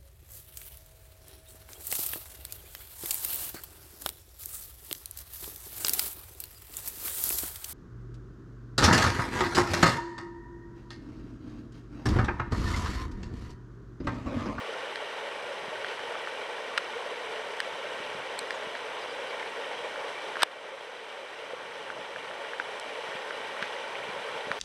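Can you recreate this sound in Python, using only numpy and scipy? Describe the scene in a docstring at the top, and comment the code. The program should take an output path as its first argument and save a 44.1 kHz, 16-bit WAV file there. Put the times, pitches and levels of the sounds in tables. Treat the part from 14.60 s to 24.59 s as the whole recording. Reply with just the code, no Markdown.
"""Glugging, gurgling water under splashing spray: a pipe gushes into a park pond and its jet drives
air under, where it rings as bubbles. Up close, the casing of a hand-held camera on the bank ticks,
rubs and bumps in the grip. A far bird and a low hum barely show through. One sharp crack of the
casing makes the gain control duck, and the water creeps back over three seconds."""
import sys
import numpy as np
from scipy import signal
from scipy.fft import rfft, irfft, next_fast_len
from scipy.io import wavfile
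from scipy.ndimage import map_coordinates

SR = 44100
rng = np.random.default_rng(int(sys.argv[2]) if len(sys.argv) > 2 else 0)


def store_wav(level_fs):
    """Save 16-bit WAV to argv[1]."""
    pcm = np.round(np.clip(np.atleast_2d(level_fs), -1, 1) * 32767)
    wavfile.write(sys.argv[1], SR, pcm.T.astype(np.int16))


N = 440559
TIME = np.arange(N) / SR


def water():
    """Big bubbles boil up under the jet, small ones babble in the foam, spray patters down in bursts."""
    # tone of the plunging water: f/Hz, relative level/dB
    spectrum = [(25, -55), (70, -29.5), (170, -23), (350, -10.5), (440, -1), (560, -0.5), (730, -5),
                (1500, -7.5), (3100, -10.5), (4400, -24.5), (6100, -25.5), (9300, -32.5), (11800, -43),
                (15000, -64)]
    surge = wobble(rate=14)  # the jet lands unevenly
    churn = rng.standard_normal(N) * amp(0.14 * surge + 0.6 * wobble(rate=60))
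    boil = bubbles(count=200, low_hz=425.3, high_hz=590, cycles=41, rise=0.21, spread_db=2, size=4000)
    gurgle = bubbles(count=1300, low_hz=369.2, high_hz=1162, cycles=38, rise=0.082,
                     spread_db=1.5, size=2400)
    babble = bubbles(count=7000, low_hz=908.6, high_hz=5390, cycles=49, rise=0.063,
                     spread_db=2.5, size=700)
    spray = bubbles(count=20000, low_hz=3100, high_hz=14000, cycles=8.6, rise=0.05,
                    spread_db=2, size=120)
    splash = amp(0.5 * surge + 0.44 * wobble(rate=50))
    body = churn + amp(-27) * boil + amp(-20) * gurgle
    foam = splash * (amp(-11.5) * babble + amp(-6.5) * spray)
    coloured = filtered(body + foam, lambda hz: amp(along(spectrum, hz) + port_db(hz)))
    return amp(-37 + 0.03 * wobble(rate=2.27)) * unit(coloured)


def bubbles(count, low_hz, high_hz, cycles, rise, spread_db, size):
    """Ringing bubbles, many weak and a few strong; each bends up in pitch as it nears the surface."""
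    when, pitch, strength, damping = rng.random((count, 4)).T[:, :, None]
    hz = low_hz * (high_hz / low_hz) ** pitch
    t = np.arange(size) / SR
    age = t * hz / (cycles * (0.5 + damping))  # 1 = died away
    gain = amp(-spread_db * np.log(1 - 0.98 * strength)) * hz / low_hz
    bend = 1 + rise * np.minimum(age, 1) / 2
    ring = gain * amp(-60 * age) * np.sin(2 * np.pi * hz * t * bend)
    place = (when * N).astype(int) + np.arange(size)
    return unit(np.bincount(place.ravel(), ring.ravel(), N)[:N])


def port_db(hz):
    """The colour that the microphone port gives to the water."""
    # peaks and hollows of the port: f/Hz, width/Hz, level/dB
    resonances = [(724, 47, -1.5), (892, 58, 4), (1244, 60, -3.5), (1540, 110, 1.5), (1684, 72, -2.5),
                  (1884, 78, 3), (2090, 96, -1.5), (2320, 130, 2.5), (2573, 160, -3.5), (3350, 82, -1),
                  (3984, 65, 5), (6880, 410, -9), (8150, 440, -1.5)]
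    return sum(db * np.exp(-((hz - centre) / width) ** 2) for centre, width, db in resonances)


def glugs():
    """A big pocket of air swells in, rings for some cycles and rises a little in pitch."""
    # the biggest pockets of air: t/s, peak level/dB, f/Hz, swell/s
    pockets = [(.088, -32, 450, 0.0062), (.15, -36, 500, .008), (.81, -39, 483, .0065),
               (.91, -38, 535, .007), (1.125, -34, 595, .0064), (1.2, -35.5, 552, .0066),
               (1.43, -38, 466, 0.017), (1.5, -37.5, 460, .008), (1.89, -38, 467, .008),
               (2.35, -35, 466, 0.013), (2.513, -35, 448, 0.0094), (2.692, -36, 445, 0.005),
               (3.24, -34.5, 580, .007), (3.813, -33, 448, .0063), (4.565, -38, 540, 0.0043),
               (4.975, -34, 455, 0.0085), (5.244, -30.5, 467, 0.0044), (5.44, -37, 456, .007),
               (5.648, -36, 537, .005), (6.115, -32.5, 518, .01), (6.285, -36, 492, 0.0076),
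               (6.933, -24.5, 490, .003), (8.43, -39, 538, 0.005), (8.764, -45, 458, .006),
               (9.402, -34, 530, .005), (9.645, -37, 466, 0.0054), (9.881, -35, 565, .006)]
    track, t = np.zeros(N), np.arange(SR // 8) / SR
    for s, db, hz, swell in pockets:
        age = t / swell  # 1 = loudest
        envelope = amp(db) * age * np.exp(1 - age)
        add(track, s, envelope * np.sin(2 * np.pi * hz * t * (1 + 0.0072 * age)))
    return track


def casing():
    """The shell of the camera ticks in the grip, and fingers rub across it."""
    # ticks of the shell: t/s, level/dB, ring f/Hz, ring t60/s, contact hardness/0-1
    ticks = [(0.3577, -23.5, 1860, .005, 0.52), (1.2456, -22, 1600, .0076, 0.26),
             (1.3945, -28, 1600, .005, .2), (1.554, -25.5, 1300, .0045, 0),
             (1.6736, -23, 1410, 0.0046, .06), (2.1772, -15, 1630, 0.0099, 0.54),
             (2.1805, -16.5, 1360, 0.012, .53), (3.0026, -17.5, 1720, 0.0069, 0.61),
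             (3.7906, -31, 1560, .005, 1), (3.9069, -19, 1780, 0.0066, 0.46),
             (4.1522, -24.5, 1710, .007, .2), (4.7971, -28, 2250, .007, .2), (4.828, -27, 2000, .007, 0),
             (5.3596, -27, 1450, .005, 0), (5.757, -24, 1570, .009, 0), (5.769, -21.5, 1350, .004, .1),
             (5.812, -28, 1700, .007, .4), (5.816, -26, 1650, .009, .2), (5.8213, -18, 1320, 0.011, 0.61),
             (5.8243, -17, 1600, .012, 0.4), (5.8296, -14, 1790, .011, 0.65),
             (5.8314, -22, 1390, .0059, 0.99), (5.8324, -7.5, 1120, 0.004, 0.4),
             (5.833, -15.5, 1600, 0.018, 0.7), (7.302, -20.5, 1540, .008, 0),
             (7.561, -22.5, 1700, .007, .05), (7.712, -27, 1450, .005, 0), (7.849, -28, 1500, .005, .05),
             (7.934, -23.5, 1570, .008, .05), (7.999, -14.5, 1540, .011, 0),
             (8.1981, -38, 1350, .005, 0.94), (8.708, -23.5, 1460, 0.0055, 0),
             (8.9672, -27, 1450, .003, .15), (9.0255, -20, 1560, .013, .43), (9.0395, -29, 1600, .008, .1),
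             (9.3541, -26, 2350, .006, .1), (9.9159, -16, 1460, .0037, 0.23)]
    # finger strokes: t/s, length/s, rms level/dB
    strokes = [(1.246, 0.13, -45), (5.787, 0.057, -40.5), (9.005, .095, -42)]
    track = np.zeros(N)
    for s, db, hz, t60, hardness in ticks:
        add(track, s, amp(db) * tick(hz, t60, hardness))
    for s, length, db in strokes:
        add(track, s, amp(db) * rub(length))
    # the small shell passes no bass and little top
    shell_band = signal.butter(3, [350, 12500], "band", fs=SR, output="sos")
    hollow_hz, width_hz = 7050, 470  # the port's deepest hollow also colours the ticks
    hollow = signal.iirnotch(hollow_hz, hollow_hz / width_hz, fs=SR)
    return signal.lfilter(*hollow, signal.sosfilt(shell_band, track))


def tick(hz, t60, hardness):
    """Stiff plastic slips and the finger-damped shell knocks; hard contacts crack and wake high modes."""
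    # higher modes of the shell: f/Hz, level at the hardest contact/dB, t60/s
    shell_modes = [(3040, -4, .007), (3620, -.5, 0.0067), (4116, 1.5, 0.0082), (4920, -2, 0.0064),
                   (6060, -8.5, 0.006), (8370, 2.5, .0042), (11000, -5.5, .004)]
    t = np.arange(SR // 25) / SR
    knock = amp(-1.5) * mode(t, hz, t60)
    db_per_octave = 23.5 * (1 - hardness)  # a soft contact loses the highs
    detunes = 1 + 0.036 * rng.uniform(-1.1, 1, len(shell_modes))
    clack = sum(amp(db - db_per_octave * np.log2(f / 1720)) * mode(t, f * detune, decay)
                for (f, db, decay), detune in zip(shell_modes, detunes))
    crack = burst(t, low_hz=1720, high_hz=2610 + 3000 * hardness, t60=0.0089)
    return knock + clack + amp(-18.5 + 20 * hardness) * crack


def mode(t, hz, t60, attack_s=0.00029):
    """One quickly dying mode, with the energy of a millisecond at rms 1."""
    ring = np.sin(2 * np.pi * hz * t) * amp(-60 * t / t60) * (1 - np.exp(-t / attack_s))
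    return ring * np.sqrt(SR / 1000 / np.sum(ring ** 2))


def burst(t, low_hz, high_hz, t60):
    """A dying puff of noise in one band, with the energy of a millisecond at rms 1."""
    band = signal.butter(3, [low_hz, high_hz], "band", fs=SR, output="sos")
    puff = signal.sosfilt(band, rng.standard_normal(len(t)) * amp(-60 * t / t60))
    return puff * np.sqrt(SR / 1000 / np.sum(puff ** 2))


def rub(length_s, slips_per_s=2500):
    """A finger drags over the shell in tiny slips."""
    progress = np.linspace(0, 1, int(length_s * SR))
    stroke = np.sqrt(progress) * (1 - progress)  # catches quickly, lets go slowly
    slips = rng.standard_normal(len(stroke)) * (rng.random(len(stroke)) < slips_per_s / SR)
    band = signal.butter(2, [1300, 3000], "band", fs=SR, output="sos")
    return unit(signal.sosfilt(band, stroke * slips))


def hand(bump_hz=200, bump_t60=0.026, bump_attack_s=0.0013):
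    """A lumpy rumble that swells when the grip shifts, and dull bumps of a few heavily damped cycles."""
    # shifts of the grip: middle t/s, half length/s, rumble level/dB
    regrips = [(1.1, .2, -66), (3.5, 0.34, -64), (4.5, .25, -67.5), (7.35, 0.46, -62), (9.7, 0.52, -63.5)]
    # soft bumps of the hand: t/s, level/dB
    bumps = [(1.03, -42), (1.081, -33), (3.26, -41), (3.4, -37), (3.548, -33), (4.069, -37.5), (7.39, -38),
             (8.487, -38), (8.551, -34), (9.022, -30.5), (9.488, -34), (9.87, -33), (9.905, -28)]
    band = signal.butter(3, [95, 290], "band", fs=SR, output="sos")
    lumps = unit(signal.sosfilt(band, rng.standard_normal(N)) * amp(3.6 * wobble(rate=22)))
    resting = amp(-71.5)
    shifting = sum(amp(db) * np.exp(-((TIME - s) / half) ** 2) for s, half, db in regrips)
    track, t = lumps * (resting + shifting), np.arange(SR // 8) / SR
    envelope = amp(-60 * t / bump_t60) * (1 - np.exp(-t / bump_attack_s))
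    thud = envelope * np.sin(2 * np.pi * bump_hz * t)
    for s, db in bumps:
        add(track, s, amp(db) * thud)
    return signal.sosfilt(signal.butter(2, 70, "high", fs=SR, output="sos"), track)


def bird(note_s=0.053, fall=0.108, flutter_hz=90):
    """A far bird calls in thin, fluttering whistles that fall in pitch."""
    # the bird's notes: t/s, peak level/dB, starting f/Hz
    notes = [(3.93, -55, 7100), (4.397, -52, 5100), (4.48, -50, 5050), (4.67, -53, 5040)]
    track, t = np.zeros(N), np.arange(int(note_s * SR)) / SR
    flutter = 1 + 0.035 * np.sin(2 * np.pi * flutter_hz * t)
    glide = np.linspace(1, 1 - fall, len(t)) * flutter
    for s, db, hz in notes:
        whistle = np.sin(2 * np.pi * np.cumsum(hz * glide) / SR)
        add(track, s, amp(db) * np.hanning(len(t)) * whistle)
    return track


def hum(hz=51, rms_db=-80):
    """A faint, slightly unsteady low hum."""
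    peak = np.sqrt(2) * amp(rms_db + wobble(rate=2.8))
    return peak * np.sin(2 * np.pi * hz * TIME + 0.4 * wobble(rate=5))


def gain_control(x, threshold_db, depth_db, recover_db_per_s, attack_s):
    """A loud peak ducks the gain by at most depth_db; it then climbs steadily back."""
    power = signal.lfilter(np.ones(220) / 220, 1, x ** 2)  # 5 ms window
    level_db = 10 * np.log10(np.abs(power) + 1e-12)
    cut_db = np.clip(10 * (level_db - threshold_db), 0, depth_db)
    climb_db = recover_db_per_s * TIME
    held_db = np.maximum.accumulate(cut_db + climb_db) - climb_db
    step = 1 - np.exp(-1 / (attack_s * SR))
    return x * amp(-signal.lfilter([step], [1, step - 1], held_db))


def amp(db):
    """Decibels to gain."""
    return 10 ** (np.asarray(db) / 20)


def unit(x):
    """Scaled to rms 1."""
    return x / np.sqrt(np.mean(x ** 2) + 1e-20)


def along(points, hz):
    """A curve through (f/Hz, value) points, read on a log frequency axis."""
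    f, value = np.transpose(points)
    return np.interp(np.log(hz + 1), np.log(f + 1), value)


def wobble(rate):
    """A smooth random curve, rate knots a second."""
    return map_coordinates(rng.standard_normal(int(N * rate / SR) + 4), [TIME * rate])


def filtered(x, response):
    """Equalise x with a gain given as a function of frequency."""
    size = next_fast_len(N + SR // 2)
    return irfft(rfft(x, size) * response(np.fft.rfftfreq(size, 1 / SR)), size)[:N]


def add(track, s, sound):
    """Mix a sound into the track at time s."""
    part = track[max(round(s * SR), 0):][:len(sound)]
    part += sound[:len(part)]


def scene():
    """The pond, the handling noise and the faint background, in mono."""
    return (water() + glugs() + casing() + hand() + bird() + hum())[None]


def record(dry, top_hz=15000):
    """The camera's gain control and steep high cut."""
    ducked = gain_control(dry[0], threshold_db=-18.5, depth_db=6, recover_db_per_s=2, attack_s=0.003)
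    return filtered(ducked, lambda hz: 1 / np.sqrt(1 + (hz / top_hz) ** 120))[None]


dry = scene()
out = record(dry)
store_wav(out)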